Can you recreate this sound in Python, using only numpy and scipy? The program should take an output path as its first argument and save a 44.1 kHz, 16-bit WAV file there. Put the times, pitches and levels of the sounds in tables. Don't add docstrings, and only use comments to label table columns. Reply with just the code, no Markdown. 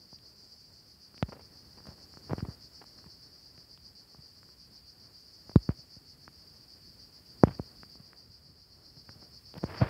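import sys
import numpy as np
from scipy import signal
from scipy.fft import rfft, irfft, next_fast_len
from scipy.io import wavfile
from scipy.ndimage import uniform_filter1d

SR = 44100
rng = np.random.default_rng(int(sys.argv[2]) if len(sys.argv) > 2 else 0)


def inscribe(sig):
    pcm = np.round(np.clip(np.atleast_2d(sig).T, -1, 1) * 32767)
    wavfile.write(sys.argv[1], SR, pcm.astype(np.int16))


def nominal_scale(level):
    x = np.asarray(level, float) / 20
    return 10 ** x


N = 436149
TIME_S, FFT_SIZE = np.arange(N) / SR, next_fast_len(N)
BIN_HZ = np.fft.rfftfreq(FFT_SIZE, 1 / SR)


def unit(x):
    return x / np.sqrt(np.mean(x ** 2))


def ring(x, hz, width_hz):
    return signal.lfilter(*signal.iirpeak(hz, hz / width_hz, fs=SR), x)


def butter(x, hz, kind, order=2):
    return signal.sosfilt(signal.butter(order, hz, kind, fs=SR, output="sos"), x)


def walk(rate_hz):
    hold = int(SR / rate_hz)
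    steps = np.repeat(rng.standard_normal(N // hold + 1), hold)
    return 1.3 * uniform_filter1d(uniform_filter1d(steps, hold), hold)[:N]


def cicadas():
    # mode_hz, width_hz, level_db
    tymbal_modes = [(4107, 280, -18.5), (4370, 240, -8), (4558, 200, -2.5), (4757, 170, 1),
                    (4943, 220, -7.5), (5186, 220, -5.5), (5440, 220, -11)]
    # mode_hz, width_hz, level_db
    flank_modes = [(5605, 240, 0), (5810, 300, 0.5), (6020, 330, -4.5), (6450, 400, -11.5),
                   (6850, 310, -10.5), (7580, 350, -12.5), (8900, 1700, -18)]
    # time_s, slow_tree_cycles, middle_tree_cycles, quick_tree_cycles
    throb_counts = np.transpose([(0.0, 0.14, -0.03, -0.41), (0.707, 4.7, 5.38, 5.9),
                                 (1.414, 9.69, 10.83, 11.95), (2.121, 14.59, 16.02, 17.8),
                                 (2.829, 19.2, 21.28, 23.57), (3.536, 23.77, 26.52, 29.35),
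                                 (4.243, 28.65, 31.93, 34.92), (4.95, 33.29, 37.48, 40.4),
                                 (5.657, 38.09, 42.81, 46.08), (6.364, 42.73, 48.1, 52.02),
                                 (7.071, 47.34, 53.37, 58.04), (7.779, 52.02, 58.77, 64.07),
                                 (8.486, 56.95, 64.2, 70.0), (9.193, 61.93, 69.58, 75.61),
                                 (9.9, 66.75, 75.02, 81.7)])
    # time_s, slow_tree_crest_db, middle_tree_crest_db, quick_tree_crest_db
    tree_crests = np.transpose([(0.0, -53, -53, -59), (0.99, -54, -53.5, -65), (1.98, -56, -54.5, -52),
                                (2.97, -54.5, -56, -51.5), (3.96, -58, -53.5, -64), (4.95, -55, -55, -57),
                                (5.94, -50, -57, -62.5), (6.929, -53, -54, -58.4), (7.92, -59.5, -51, -67),
                                (8.91, -59.5, -62.5, -49), (9.9, -43, -53, -54.5)])
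    singers_per_tree = 3
    flank_db, flank_fade_db_s, flank_per_db = (-8, -12.5, -10), -0.5, 0.7
    half_depth_db, squareness, rest_bias = (13.5, 6.5, 9.5), 0.75, -0.19

    chorus = 0
    haze_s = np.arange(6000) / SR
    for tree in range(3):
        cycle = np.cos(2 * np.pi * np.interp(TIME_S, throb_counts[0], throb_counts[tree + 1]))
        throb_db = half_depth_db[tree] * (np.tanh(squareness * (cycle - rest_bias)) - 1)
        bright_db = flank_db[tree] + flank_fade_db_s * TIME_S + flank_per_db * throb_db
        songs = []
        for _ in range(singers_per_tree):
            haze = rng.standard_normal(6000) * np.exp(-haze_s / 0.015) * nominal_scale(-15)
            haze[0] = 1
            songs.append(rfft(singer(), FFT_SIZE) * rfft(haze, FFT_SIZE))
        tint_db = 1.8 * rng.standard_normal((singers_per_tree, len(tymbal_modes)))
        body_spectrum = np.sum(songs * resonances(tymbal_modes, tint_db), axis=0)
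        body = unit(irfft(body_spectrum, FFT_SIZE)[:N])
        flank = unit(irfft(sum(songs) * resonances(flank_modes), FFT_SIZE)[:N])
        crest_db = np.interp(TIME_S, tree_crests[0], tree_crests[tree + 1])
        chorus = chorus + nominal_scale(crest_db + throb_db - 0.41) * (body - nominal_scale(bright_db) * flank)
    return chorus


def singer():
    click_hz, jitter, uneven_db, other_side_db = 228, 0.027, 3.5, -3
    pace_hz = click_hz * (1 + 0.03 * rng.standard_normal() + jitter * walk(40))
    beat = np.floor(np.cumsum(pace_hz) / SR + rng.random())
    at = np.flatnonzero(np.diff(beat))
    size = nominal_scale(uneven_db * rng.standard_normal(len(at)) + other_side_db * (beat[at] % 2))
    clicks = np.zeros(N + 200)
    clicks[at] = size
    clicks[at + rng.integers(85, 105, len(at))] = 0.7 * size
    return clicks[:N] * nominal_scale(0.8 * walk(9) + 1.6 * walk(1.5))


def resonances(modes, tint_db=0):
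    hz, width_hz, level_db = np.transpose(modes)[:, :, None]
    off = 1j * (BIN_HZ - hz) / width_hz
    swing = (-1) ** np.arange(len(modes))[:, None] * nominal_scale(level_db)
    return nominal_scale(tint_db + np.zeros(len(modes))) @ (swing / (1 + 2 * off) / (1 + off) ** 2)


def knocks():
    # start_s, push_db, rise_ms, hold_ms, fall_ms
    pulling = [(1.2269, -11.6, 0.04, 2.3, 2.36), (1.2284, -20, 0.06, 0.1, 0.5),
               (2.3818, -21.4, 0.15, 0.23, 4.86), (2.427, -9.5, 0.51, 0.0, 2.64),
               (2.4852, -20.8, 0.32, 2.81, 1.65), (5.4953, -28.1, 0.07, 0.01, 0.66),
               (5.5596, 8.9, 0.41, 0.0, 1.49), (5.6914, -3.9, 0.38, 0.0, 3.71),
               (7.4365, 6.6, 0.11, 0.12, 0.8), (7.5968, -14.7, 0.13, 0.0, 5.39),
               (9.6338, -24.3, 0.08, 4.0, 4.61), (9.6396, -12.3, 0.09, 0.78, 2.77),
               (9.8155, -13, 0.4, 0.0, 4.0), (9.8225, -12, 0.3, 0.0, 3.0)]
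    # start_s, push_db, rise_ms, hold_ms, fall_ms
    pushing = [
        (1.8869, -27.2, 0.39, 1.57, 3.25),
        (2.3328, -10.6, 0.09, 0.0, 1.03),
        (5.9674, -37.3, 0.29, 2.51, 0.5),
        (7.4729, -15.0, 0.23, 2.59, 4.15),
        (9.5411, -26.1, 0.1, 0.0, 0.18),
    ]

    out = np.zeros(N + 4000)
    ms = np.arange(-250, 3750) * 1000 / SR
    for way, jolts in [(-1, pulling), (1, pushing)]:
        for start_s, push_db, rise_ms, hold_ms, fall_ms in jolts:
            build = (1 + np.tanh(ms / rise_ms / 2)) / 2
            relax = np.exp(-np.logaddexp(0, (ms - hold_ms) / rise_ms) * rise_ms / fall_ms)
            out[round(start_s * SR) - 250:][:4000] += way * nominal_scale(push_db) * build * relax
    return out[:N]


def ticks():
    # start_s, peak_db, ring_hz, thump_re_peak_db
    shell_ticks = [(0.129, -46, 890, 8), (1.144, -48, 1350, 3), (1.179, -41, 2440, -2),
                   (1.351, -52, 1230, -13), (1.804, -49.5, 1260, 4), (1.856, -45, 1140, -3),
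                   (1.869, -42.5, 1280, 6), (2.139, -46, 1310, 2), (2.172, -41, 1250, 6),
                   (2.296, -36.5, 1010, 7), (2.405, -36, 1290, -11), (2.825, -44, 966, -5),
                   (2.841, -45.5, 1050, 1), (2.988, -47.5, 1400, -11), (3.042, -48, 1110, -1),
                   (3.579, -48.5, 2180, 8), (3.776, -51.5, 1330, -19), (4.147, -46.5, 930, 5),
                   (4.431, -46, 1460, -6), (4.49, -52, 1330, 3), (6.279, -35.5, 1320, -3.5),
                   (7.833, -36.5, 1390, -1.5), (7.955, -50.5, 1020, 12), (8.132, -42, 1530, -17),
                   (9.092, -38, 1506, -2), (9.227, -50, 1280, 13), (9.552, -57, 937, 2),
                   (9.567, -42.5, 902, 13), (9.579, -51, 902, -15), (9.656, -59, 1060, 0)]
    # start_s, peak_db, ring_hz
    knock_rings = [
        (.188, -48, 3500),
        (1.2268, -29.5, 3470),
        (3.776, -46, 3100),
        (5.5587, -20, 1000),
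        (5.5588, -44, 3520),
        (5.691, -29, 1200),
        (7.4306, -42, 900),
        (1.23, -36, 2700),
        (9.541, -42, 3200),
    ]
    # start_s, peak_db, brightest_part_re_peak_db
    snaps = [(1.2262, -43, -41), (1.8687, -32, -14), (2.296, -40, -9), (2.3318, -37, -26), (2.825, -56, -1),
             (2.8405, -49, -1), (5.5586, -24, -18), (5.6875, -50, -30), (7.436, -18, -13.5),
             (9.5793, -32.5, -6), (9.633, -41, -18.5), (9.6403, -31, -21)]

    out = np.zeros(N + 1500)
    t = np.arange(1500) / SR
    for start_s, peak_db, hz, thump_db in [*shell_ticks, *[(*r, -30) for r in knock_rings]]:
        shell = np.sin(2 * np.pi * hz * t) * (hz * t * 7.5) * np.exp(-hz * t * 2.58)
        thump = -nominal_scale(thump_db + 3) * t / 0.0019 * np.exp(1 - t / 0.001)
        out[int(start_s * SR):][:1500] += nominal_scale(peak_db) * (shell + thump)
    for start_s, peak_db, bright_db in snaps:
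        noise = rng.standard_normal(1500)
        crack = 0.95 * ring(ring(noise, 4600, 2700), 4600, 2800)
        crack += nominal_scale(bright_db) * ring(ring(noise, 8500, 5000), 9200, 8000)
        burst = t / 0.0005 * np.exp(1 - t / 0.00037)
        out[int((start_s + 0.0002) * SR):][:1500] += nominal_scale(peak_db) * crack * burst
    return out[:N]


def rubs():
    # crest_s, scuff_db, rumble_above_scuff_db,
    # scratch_above_scuff_db, build_up_db_per_s
    drags = [(2.301, -45.5, -1, -11, 2500), (2.316, -41.5, 5.5, -13, 900), (8.3, -71, 15, -9, 298),
             (8.5, -73.5, 16, -16, 300), (9.63, -52, 3, -12, 2000), (9.7, -54, 0, -5, 400),
             (9.725, -52, -8, -3.5, 300), (9.75, -50.5, -14, -6.5, 200), (9.78, -57, -10, 8, 300),
             (9.818, -33, 6, -6, 1100), (9.826, -37.5, 0.5, -12, 1500), (9.85, -49.5, -17, -5, 400),
             (9.87, -50.5, -14, -0.5, 300), (9.889, -48.5, 1, -0.5, 300)]
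    # start_s, scuff_db, rumble_above_scuff_db,
    # scratch_above_scuff_db, length_s
    scuffs = [(1.285, -41, 6, -10, 0.014), (1.321, -36, -11, -14.5, 0.025), (1.354, -44, -10, -12, 0.027),
              (1.393, -47.5, 2, -8, 0.029), (1.774, -49.5, -20, -7, 0.021), (1.87, -50, -3, -3, 0.04),
              (1.905, -50.5, -1, -12, 0.047), (1.975, -55.5, -5, -6.5, 0.032), (2.381, -50.5, 9, 4, 0.027),
              (2.45, -32, -12, -24, 0.0084), (2.812, -45, -14, -4.5, 0.015), (3.061, -53, 14, -6, 0.014),
              (4.185, -57.5, 17, -1, 0.01), (5.784, -57, 13, -12, 0.019), (7.47, -37, 8, -8.5, 0.032),
              (7.504, -47.5, 10, -3.5, 0.035), (7.538, -54.5, 15, -2, 0.029), (7.997, -55.5, 17, -8, 0.013),
              (8.967, -57.5, 17, -7.5, 0.017), (9.089, -53.5, 16.5, -10, 0.013),
              (9.157, -54, 17.5, -23.5, 0.012), (9.216, -50.5, -8, -23, 0.029),
              (9.552, -43.5, -1, -10, 0.024), (9.575, -47, 12, -0.5, 0.018),
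              (5.512, -46, -12, -6, .01),
        (5.703, -47, -15, -5, .028),
        (7.447, -44, -15, -2, .022),
        (7.588, -40, -6, -12, .005),
    ]
    let_go_db_s = 702

    scuff = butter(ring(slips(1500), 450, 550), 1200, "low")
    rumble = butter(slips(1000), 140, "low", order=4)
    scratch = butter(ring(slips(2500), 1300, 1300), 2700, "low", order=3)
    layers = [unit(scuff), unit(rumble), unit(scratch)]
    gains = np.zeros((3, N))
    for crest_s, scuff_db, rumble_db, scratch_db, build_db_s in drags:
        near = slice(int((crest_s - 0.15) * SR), int((crest_s + 0.1) * SR))
        from_crest_s = TIME_S[near] - crest_s
        shape_db = np.minimum(build_db_s * from_crest_s, -let_go_db_s * from_crest_s)
        gains[:, near] += nominal_scale(scuff_db + shape_db + np.array([[0], [rumble_db + 9.5], [scratch_db]]))
    for start_s, scuff_db, rumble_db, scratch_db, length_s in scuffs:
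        count = int(1.5 * max(length_s, 0.004) * SR)
        shape = np.exp(-3 * np.linspace(0, 1.5, count) ** 4)
        layer_db = scuff_db - 7.5 + np.array([[0], [rumble_db + 6.5], [scratch_db]])
        gains[:, int(start_s * SR):][:, :count] += nominal_scale(layer_db) * shape
    return np.sum(uniform_filter1d(gains, size=150) * layers, axis=0)


def slips(rate_hz):
    struck = rng.random(N) < rate_hz / SR
    return struck * rng.standard_normal(N) * nominal_scale(1.8 * rng.exponential(size=N))


def air():
    # time_s, level_db
    gusts = [(0.0, -65), (0.99, -66.5), (1.32, -60.5), (2.18, -62.5), (2.39, -51.5), (2.61, -61.5),
             (3.16, -64.5), (5.4, -65.5), (5.62, -62), (5.92, -66), (7.19, -63.5), (7.44, -60.5),
             (8.56, -68.5), (9.17, -63), (9.28, -64), (9.59, -66), (9.72, -52), (9.89, -54.5)]
    # freq_hz, density_db
    breeze_spectrum = [(15, -47), (25, -27.5), (45, -1.5), (70, -1), (400, -15.5), (900, -24.5),
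                       (2000, -29), (2600, -63.5)]
    # freq_hz, density_db
    hiss_spectrum = [(200, -6), (1000, 2), (2500, 3), (3600, 0), (7000, 0), (10000, 0), (15730, -.5),
                     (15780, -55)]
    # time_s, level_db
    hiss_levels = [(0, -77.5), (2.5, -75.5), (3.8, -77), (7.8, -75), (8.25, -78), (8.6, -78.5), (9.6, -75)]
    hiss_per_db, calm_db = 0.24, -66
    sway_db, sway_db_s = -3, 0.62

    gust_db = np.interp(TIME_S, *np.transpose(gusts))
    breeze = butter(coloured(breeze_spectrum), 64, "high")
    deep = butter(breeze, 390, "low")
    breeze = deep * nominal_scale(1.5 * walk(16)) + (breeze - deep) * nominal_scale(1.5 * walk(25))
    breeze = breeze + butter(breeze, 110, "low", order=1) * (nominal_scale(sway_db + sway_db_s * TIME_S) - 1)
    hiss_db = np.interp(TIME_S, *np.transpose(hiss_levels)) + 5.5 + hiss_per_db * (gust_db - calm_db)
    return breeze * nominal_scale(gust_db + 3) + coloured(hiss_spectrum) * nominal_scale(hiss_db)


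def coloured(points):
    hz, density_db = np.transpose(points)
    gain = nominal_scale(np.interp(np.log(BIN_HZ + 1), np.log(hz), density_db))
    return unit(irfft(rfft(rng.standard_normal(FFT_SIZE)) * gain, FFT_SIZE)[:N])


def buzzers():
    # start_s, length_s, ring_hz, level_db
    far_insects = [
        (.25, .6, 7500, -83),
        (1.75, 1.5, 7650, -83),
        (1.9, 1.2, 6900, -82),
        (3.6, 1.2, 7560, -85),
        (4.9, 1.6, 6850, -85),
        (6.9, .9, 6900, -88.5),
    ]
    fade_s, width_hz = 0.13, 300
    clicks = slips(4000) * nominal_scale(3 * walk(9))
    out = 0
    for start_s, length_s, hz, level_db in far_insects:
        inside_s = np.minimum(TIME_S - start_s, start_s + length_s - TIME_S)
        fade = np.clip(inside_s / fade_s, 0, 1)
        out = out + nominal_scale(level_db) * fade * unit(ring(ring(clicks, hz, width_hz), hz, width_hz))
    return out


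def scene():
    handling = butter(knocks() + ticks() + rubs(), 55, "high", order=6)
    handling = butter(handling, 120, "high")
    return (cicadas() + handling + air() + buzzers())[None]


def band_limit(x):
    return signal.sosfilt(signal.butter(12, 16950, fs=SR, output="sos"), x)


def record(dry):
    return band_limit(dry)


dry = scene()
out = record(dry)
inscribe(out)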